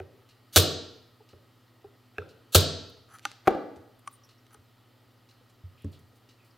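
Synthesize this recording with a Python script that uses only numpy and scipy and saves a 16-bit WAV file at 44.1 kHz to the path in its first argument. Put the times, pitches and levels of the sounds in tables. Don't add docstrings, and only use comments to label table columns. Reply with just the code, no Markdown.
import sys
import numpy as np
from scipy import signal
from scipy.fft import rfft, irfft
from scipy.io import wavfile
from scipy.ndimage import uniform_filter1d

SR = 44100
rng = np.random.default_rng(int(sys.argv[2]) if len(sys.argv) > 2 else 0)


def to_wav(sig):
    pcm = np.clip(np.atleast_2d(sig), -1, 1) * 32767
    pcm = np.round(pcm).astype(np.int16)
    wavfile.write(sys.argv[1], SR, pcm.T)


def volts(x):
    e = np.asarray(x, float) / 20
    return 10 ** e


N = 289945


def evened(x):
    return x / np.sqrt(np.mean(x ** 2) + 1e-20)


def read(points, hz):
    f, value = np.transpose(points)
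    return np.interp(np.log(hz + 1), np.log(f + 1), value)


def add(mix, s, sound):
    part = mix[max(round(s * SR), 0):][:len(sound)]
    part += sound[:len(part)]


def coloured(x, points):
    hz = np.fft.rfftfreq(x.shape[-1], 1 / SR)
    return irfft(rfft(x) * volts(read(points, hz)), x.shape[-1])


def band(x, hz, width):
    b, a = signal.iirpeak(min(hz, .45 * SR), hz / width, SR)
    return signal.lfilter(b, a, x)


def struck(modes, contact_ms, spread, count=14000):
    t = np.arange(count) / SR
    luck = rng.standard_normal((len(modes), 3))
    hz, db, t60 = np.transpose(modes)[:, :, None]
    waves = np.sin(2 * np.pi * hz * (1 + .003 * luck[:, 1:2]) * t) * np.sign(luck[:, 2:])
    ring = (volts(db + spread * luck[:, :1] - 60 * t / t60) * waves).sum(0)
    u = np.arange(400) / (SR * max(contact_ms, .03) / 1000)
    push = np.sin(np.pi * np.minimum(u + .1, 1))
    out = signal.oaconvolve(ring, push)[:count]
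    return out / abs(out).max()


def crack(colour, t60):
    t = np.arange(8192) / SR
    grit = rng.standard_normal(len(t)) * volts(5 * rng.standard_normal(len(t)))
    return volts(-60 * t / t60) * evened(coloured(grit, colour))


def puff(colour):
    pulse = coloured(np.arange(1024) == 150, colour)
    return 10 * pulse / np.linalg.norm(pulse)


def boom(db, contact_ms):
    # [f/Hz, level/dB, t60/s]
    bench_modes = [(91.5, 1.5, 0.26), (95, -13.5, 0.19), (122.6, -7, 0.16), (151.6, -13.5, 0.32),
                   (215, -17, .12), (42, -17.5, 0.052)]
    t = np.arange(SR // 2) / SR
    hz, mode_db, t60 = np.transpose(bench_modes)[:, :, None]
    rise_s = 0.0077
    swell = 1 - np.exp(-(t / rise_s) ** 2)
    rings = volts(mode_db - 60 * t / t60) * np.sin(2 * np.pi * hz * (t - .001))
    bench = -swell * (rings * volts(-30 * hz * contact_ms / 1000)).sum(0)
    return volts(db) * bench / abs(bench).max()


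def knock(db, contact_ms, spread):
    # [f/Hz, level/dB, t60/s]
    knock_modes = [(210, -10.5, 0.061), (306, -8, 0.032), (364, -6, 0.093), (430, -6.5, 0.11),
                   (498, -6.5, 0.057), (565.7, -1, 0.042), (634.5, -10.5, 0.06), (750, -4.5, .03),
                   (850, -14, 0.071), (1310, -2.5, 0.023), (1545, -6.5, 0.045), (2600, -7, .01)]
    # [f/Hz, level/dB]
    dull = [(100, -14.5), (220, -2), (350, 1), (650, -0.5), (850, -8.5), (1400, -13), (2500, -22.5),
            (6000, -41.5)]
    near = volts(db) * struck(knock_modes, contact_ms, spread, count=6000)
    walls = volts(-12.5) * near
    add(walls, 0, volts(db - 3.5) * puff(dull))
    return near, walls


def workshop():
    # [f/Hz, level/dB per Hz]
    air_colour = [(45, 0.5), (80, -3.5), (150, -4.5), (260, 4), (450, -0.5), (900, -4.5), (1600, -9.5),
                  (2500, -11.5), (4500, -11), (6000, -20), (10000, -22), (14500, -17), (15800, -23),
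                  (16500, -37.5)]
    # [f/Hz, likeness 0 to 1]
    air_same = [(60, 0.44), (180, 0.57), (550, 0.87), (1650, 0.97), (4970, 0.95), (15000, 0.35)]
    # [f/Hz, width/Hz, lift/dB]
    ducts = [(1285, 160, 5), (1930, 140, 3.5), (3020, 200, 3.5), (4100, 330, 0), (4950, 120, 1.5)]
    # [f/Hz, level/dB, starting phase/turns]
    hum_tones = [(106.1, -69, 0.3), (120, -65.5, 0.53), (248.3, -73.5, 0.083), (332, -80.5, 0.1),
                 (1260, -80, 0.1), (1893, -84, 0.1)]
    frames, hz, t = N // 256 + 5, np.fft.rfftfreq(1024, 1 / SR), np.arange(N) / SR
    a, b, c, d, patches = rng.standard_normal((frames, 513, 5)).T
    patches = evened(uniform_filter1d(uniform_filter1d(patches, 12, 0), 10, 1))
    same = read(air_same, hz)[:, None]
    left = a + 1j * b
    right = same * left + np.sqrt(1 - same ** 2) * (c + 1j * d)
    whistle_db = sum(db * np.exp(-((hz - f) / width) ** 2) for f, width, db in ducts)
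    z = np.array([left, right]) * volts((read(air_colour, hz) + whistle_db)[:, None] + .8 * patches)
    air = volts(-64.5) * evened(signal.istft(z, nperseg=1024, noverlap=768)[1][:, :N])
    hum = sum(volts(db) * np.sqrt(2) * np.sin(2 * np.pi * (f * t + turns)) for f, db, turns in hum_tones)
    return air + hum


def light_pushes():
    # [t/s, boom level/dB, knock level/dB, contact/ms]
    pushes = [
        (.001, -41, -35.5, 0.47),
        (1.332, -51, -45.5, 0.74),
        (1.843, -58.5, -49, .6),
        (2.183, -38.5, -30, 0.13),
        (3.765, -51, -38.5, 1.8),
        (4.577, -56, -72.5, 2.4),
        (5.636, -36.5, -66, 4.4),
        (5.843, -30, -40, 1.96),
    ]
    # [f/Hz, level/dB]
    thud = [(100, -21), (600, 3), (2000, 6), (3500, -2), (6000, -20), (9000, -33), (16000, -52.5)]
    out, body, walls = np.zeros((3, N))
    for s, boom_db, knock_db, contact_ms in pushes:
        near, sent = knock(knock_db, contact_ms, 1.7)
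        add(out, s, boom(boom_db, contact_ms))
        add(body, s, near)
        add(walls, s, sent)
        add(out, s, volts(knock_db + 1 - 16.5 * contact_ms) * crack(thud, 0.0088))
    return out + body, out + walls


def touches():
    # [t/s, level/dB, f/Hz, octave level/dB, upper tones level/dB]
    hollow_notes = [(.001, -30.5, 380.7, -8, -6.5), (0.028, -54, 394, -27, -16),
                    (1.205, -45.5, 430, -4, -25.5), (1.334, -46, 362, -25, -20),
                    (1.845, -37.5, 401, -5.5, -25), (2.183, -28.5, 420.6, -19, 6.5),
                    (2.2205, -34, 1355, -30.5, -30), (2.2205, -40.5, 479, -25.5, -25),
                    (3.2535, -44.5, 300, -2, -6), (4.075, -51.5, 589, 28, -22.5),
                    (4.546, -51, 430, -15, -13), (5.41, -53, 492, -25.5, -26),
                    (5.845, -30.5, 280, -14.5, -21), (5.844, -32.5, 210, -6.5, -32),
                    (6.13, -57, 470, -26.5, -25.5)]
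    out, t = np.zeros(N), np.arange(8000) / SR
    ring_cycles = 25
    for s, note_db, note_hz, octave_db, upper_db in hollow_notes:
        for k, db in ((1, 0), (1.95, octave_db), (3.9, upper_db), (6.2, upper_db - 2)):
            hz = k * note_hz
            swell, spent = 1 - np.exp(-t * hz / 1.2), t * hz / ring_cycles
            level_db = note_db + db - 1 - 30 * spent - 30 * spent ** 2
            add(out, s, volts(level_db) * swell * np.sin(2 * np.pi * hz * t))
    return out


def clock():
    # [f/Hz, width/Hz, level/dB]
    case_bands = [(2900, 250, 13), (4130, 700, 12), (5000, 570, -2.5), (6597, 1300, -32.5)]
    first_tick_s, stop_late_s = .288, .019
    release_db, stop_db, uneven_db = -57, -60, -0.76
    out, t = np.zeros(N), np.arange(4000) / SR
    for second in range(N // SR + 1):
        for late, db in ((0, release_db), (stop_late_s, stop_db)):
            grit = rng.standard_normal(len(t))
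            case = sum(volts(g) * band(grit, hz, width) for hz, width, g in case_bands)
            level_db = db + uneven_db * rng.standard_normal() - 60 * t / .1
            tick = volts(level_db) * np.minimum(t / .003, 1) * evened(case)
            add(out, first_tick_s + second + late, tick)
    return out


def hard_blows():
    # [t/s, clatter level/dB, rattle length/s, steel level/dB, boom level/dB]
    blows = [
        (0.5601, -5.5, .017, -20, -14),
        (2.547, -6, .0125, -24.5, -11.5),
    ]
    # [f/Hz, level/dB per Hz]
    clatter = [(350, -27.5), (600, -5), (988, -17), (1230, -5.5), (1560, -11.5), (2090, -17.5), (2470, -9),
               (3350, -3), (3490, -2), (5510, -8), (13400, -11), (15800, -15.5), (16500, -40.5)]
    # [f/Hz, level/dB, t60/s]
    steel = [(11870, 0, .26), (12400, -5, .08), (13040, -3, .12), (14300, -8, .1), (14800, -1, .25)]
    out, rattle, body, walls = np.zeros((4, N))
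    contacts, settles = 5, 3
    share, step = np.linspace(0, 1, contacts), np.arange(settles)
    fall_db = np.append(-3 * share, -10 - 7 * step)
    dying = np.repeat([0.0069, 0.017], [contacts, settles])
    knock_db, contact_ms = -7.5, 0.29
    knock_late_s, boom_late_s, settle_gap_s = .0044, 0.0063, .0065
    for s, clatter_db, rattle_s, steel_db, boom_db in blows:
        lates = np.append(rattle_s * share, rattle_s + settle_gap_s * (2 ** (step + 1) - 1))
        for late, db, fading in zip(lates, clatter_db + fall_db, dying):
            add(rattle, s + late, volts(db) * crack(clatter, 3 * fading))
            add(out, s + late, volts(db + steel_db) * struck(steel, 0.039, 1.5))
        near, sent = knock(knock_db, contact_ms, 1.8)
        add(body, s + knock_late_s, near)
        add(walls, s + knock_late_s, sent)
        add(walls, s, volts(clatter_db + 3.5) * puff(clatter))
        add(out, s + boom_late_s, boom(boom_db, contact_ms))
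    return out + rattle + body, out + volts(-8) * rattle + walls


def rustles():
    # [t/s, level/dB, centre f/Hz, length/s]
    clinks = [(4.072, -51, 9200, 0.011), (4.126, -57, 9240, 0.028), (4.235, -61.5, 5630, .028),
              (4.245, -69, 11700, 0.015), (4.378, -69.5, 5600, .016), (4.541, -55, 9100, 0.007),
              (6.38, -69.5, 2515, 0.086), (6.506, -65, 5000, .01)]
    # [t/s, level/dB, centre f/Hz, length/s]
    brushes = [(2.897, -64.5, 11900, .01), (3.135, -62, 10500, 0.014), (3.991, -64.5, 11000, .008),
               (4.108, -66.5, 13500, .049), (4.528, -66.5, 12000, .02), (5.771, -65.5, 2800, 0.11),
               (5.82, -64, 10930, .005), (5.925, -62, 3500, 0.053)]
    # [t/s, level/dB, centre f/Hz, length/s]
    crackles = [(3.759, -63, 3970, .015), (5.496, -68, 5000, 0.016), (5.844, -60, 5910, 0.00595),
                (5.915, -68.5, 6840, 0.049), (5.99, -67.5, 8800, .015), (6.154, -71, 8030, 0.033),
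                (6.445, -71, 7970, 0.037)]
    out, t = np.zeros(N), np.arange(6000) / SR
    for rows, width in ((clinks, 0.074), (brushes, .48), (crackles, 1.6)):
        for s, db, hz, length in rows:
            grit = rng.standard_normal(len(t)) * volts(1.34 * rng.standard_normal(len(t)))
            grain = band(band(grit, hz, width * hz), hz, 1.5 * width * hz)
            shape = np.minimum(t / (0.085 * length), 1) * np.exp(-(t / length) ** 2)
            add(out, s, volts(db) * shape * evened(grain))
    return out


def tube():
    # [f/Hz, level/dB, t60/s]
    tube_modes = [(810.7, -4.5, 0.05), (1209.4, -1.5, .04), (1420, 1.5, 0.025), (1516, 0, 0.028),
                  (1797, -12.5, 0.015), (3020, -9, 0.012), (4110, -8.5, .015), (6007, -2.5, 0.043),
                  (7150, -4.5, 0.01894), (8885, -6, .015), (10400, 1, .02)]
    # [t/s, ring level/dB, contact/ms]
    taps = [
        (3.186, -57, 0.044),
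        (3.194, -63, 0.025),
        (3.253, -19, 0.18),
        (3.316, -50, 0.072),
        (4.076, -36.5, 0.11),
        (4.466, -67, 0.038),
        (4.508, -57.5, .17),
        (4.545, -46.5, 0.19),
    ]
    # [start t/s, hardest t/s, end t/s, level/dB]
    drags = [
        (3.09, 3.152, 3.205, -55.5),
        (4.505, 4.532, 4.56, -63),
    ]
    # [f/Hz, level/dB]
    snap = [(400, -24), (1500, -2.5), (2500, -2), (4500, -5), (8000, -11), (12000, -16), (13500, -34.5),
            (16500, -30.5)]
    (out, walls), t = np.zeros((2, N)), np.arange(N) / SR
    even_ms = 0.15
    for s, db, contact_ms in taps:
        snap_db = db - 7.5 * np.log2(contact_ms / even_ms)
        add(walls, s, volts(db - 24) * puff(snap))
        add(out, s, volts(db) * struck(tube_modes, contact_ms, 0.57, count=6000))
        add(out, s, volts(snap_db) * crack(snap, 0.0098))
    slips = rng.standard_normal(N) * (rng.random(N) < 3000 / SR)
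    rubbed = evened(sum(volts(db) * band(slips, hz, 2.2 / t60) * t60 ** 0.73 for hz, db, t60 in tube_modes))
    rubbed = rubbed + evened(band(slips, 1300, 94))
    for start, hardest, end, db in drags:
        press_db = np.interp(t, [start, hardest, end], [-14, 0, -14], -90, -90)
        out += volts(db + press_db) * rubbed
    return out, walls


def block():
    # [t/s, level/dB, contact/ms]
    landings = [
        (3.4733, -10, 0.1),
        (3.4768, -5, 0.27),
        (3.4793, -6.5, 0.7),
        (3.507, -20.5, 1.0),
        (3.548, -25, 1.0),
    ]
    # [f/Hz, level/dB, t60/s]
    block_modes = [(50.3, -12.5, 0.037), (158, -30.5, 0.0318), (206, -6.5, 0.076), (300, -6.5, 0.0404),
                   (376, 1, 0.037), (411.6, -21.5, 0.023), (514, -7, 0.01274), (620, -0.5, 0.017),
                   (761, -0.5, 0.048), (813, -4.5, 0.0263), (1000, -24, 0.016), (1260, 5, 0.017),
                   (1627, -10, 0.012), (2360, -16, 0.0071)]
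    # [f/Hz, level/dB]
    slap = [(200, -6), (1500, -1.5), (3300, -3.5), (5000, -15.5), (9000, -19.5), (14000, -18),
            (16500, -33.5)]
    # [f/Hz, level/dB]
    far_side = [(60, -17.5), (200, 6.5), (400, 4), (750, 3.5), (1300, -4.5), (2500, -17.5), (5000, -29.5),
                (9000, -39.5)]
    out, walls = np.zeros((2, N))
    for s, db, contact_ms in landings:
        add(out, s, volts(db) * struck(block_modes, contact_ms, 1.2, count=6000))
        add(out, s, volts(db - 16.5 - 9 * contact_ms) * crack(slap, 0.028))
        add(walls, s, volts(db - 17.5) * puff(far_side))
    return out, walls


def bench_echoes(x):
    # [f/Hz, level/dB]
    ports = [(30, -18), (150, -7), (500, 0), (2000, -4), (6000, -2), (14000, 6)]
    echoes = np.zeros(800)
    echoes[rng.integers(4, 800, 40)] = rng.choice([-1., 1.], 40)
    fade = volts(-60 * np.arange(800) / SR / .03)
    side = signal.oaconvolve(x, echoes * fade)[:N]
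    return volts(-23) * coloured(side, ports) * [[1], [-1]]


def room(x):
    # [f/Hz, t60/s]
    room_t60 = [(100, 0.6), (260, 0.71), (700, 0.7), (1840, 0.66), (4850, 0.68), (8000, 0.5), (11000, 0.22),
                (14000, 0.1)]
    # [f/Hz, level/dB]
    room_colour = [(60, -15.5), (150, -3), (400, 8.5), (900, -3.5), (1500, 0.5), (2200, -4), (3000, -2),
                   (4400, 1.5), (5500, -1.5), (9000, -6), (12000, -7), (16000, -10)]
    echoes = np.zeros((2, SR))
    at = np.arange(300, SR - 20, 20) + rng.integers(0, 20, (2, (SR - 301) // 20))
    np.put_along_axis(echoes, at, rng.choice([-1., 1.], at.shape), 1)
    same = .8
    echoes[1] = same * echoes[0] + np.sqrt(1 - same ** 2) * echoes[1]
    hz, t, z = signal.stft(echoes, SR, nperseg=512)
    z = z * volts(read(room_colour, hz)[:, None] - 60 * t / read(room_t60, hz)[:, None])
    tail = signal.istft(z, SR, nperseg=512)[1]
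    return signal.fftconvolve(x[None], tail / np.linalg.norm(tail[0]), axes=1)[:, :N]


def scene():
    pushed, push_walls = light_pushes()
    hit, hit_walls = hard_blows()
    taps, snaps = tube()
    fallen, fall_walls = block()
    far = clock()
    light = touches() + taps + rustles()
    near = pushed + hit + light
    dry = near * volts([[-.2], [.2]]) + fallen * volts([[.3], [-.3]]) + far
    dry = dry + bench_echoes(near + fallen + far)
    sent = volts(-10.5) * (push_walls + hit_walls) + volts(-23.5) * (light + fallen)
    sent = sent + snaps + fall_walls + volts(-12.5) * far
    return dry + room(sent) + workshop()


def ghost(x):
    # [f/Hz, level/dB]
    smear = [(50, -53), (800, -28.5), (2500, -17.5), (8000, -15.5), (16000, -14.5)]
    lead = 467
    padded = np.pad(x, ((0, 0), (lead, 0)))
    hz, _, z = signal.stft(padded, SR, "cosine", nperseg=2048, noverlap=1024)
    size = uniform_filter1d(abs(z), size=9, axis=1) * volts(read(smear, hz))[:, None]
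    z = size * np.exp(2j * np.pi * rng.random(z.shape[1:]))
    return signal.istft(z, SR, "cosine", nperseg=2048, noverlap=1024)[1][:, lead:lead + N]


def top_cut(x):
    return signal.sosfilt(signal.butter(12, 16640, fs=SR, output="sos"), x)


def record(dry):
    cut = signal.sosfilt(signal.butter(2, 35, "high", fs=SR, output="sos"), dry)
    held = .77 * np.tanh(cut / .77)
    return top_cut(held + ghost(held))


dry = scene()
out = record(dry)
to_wav(out)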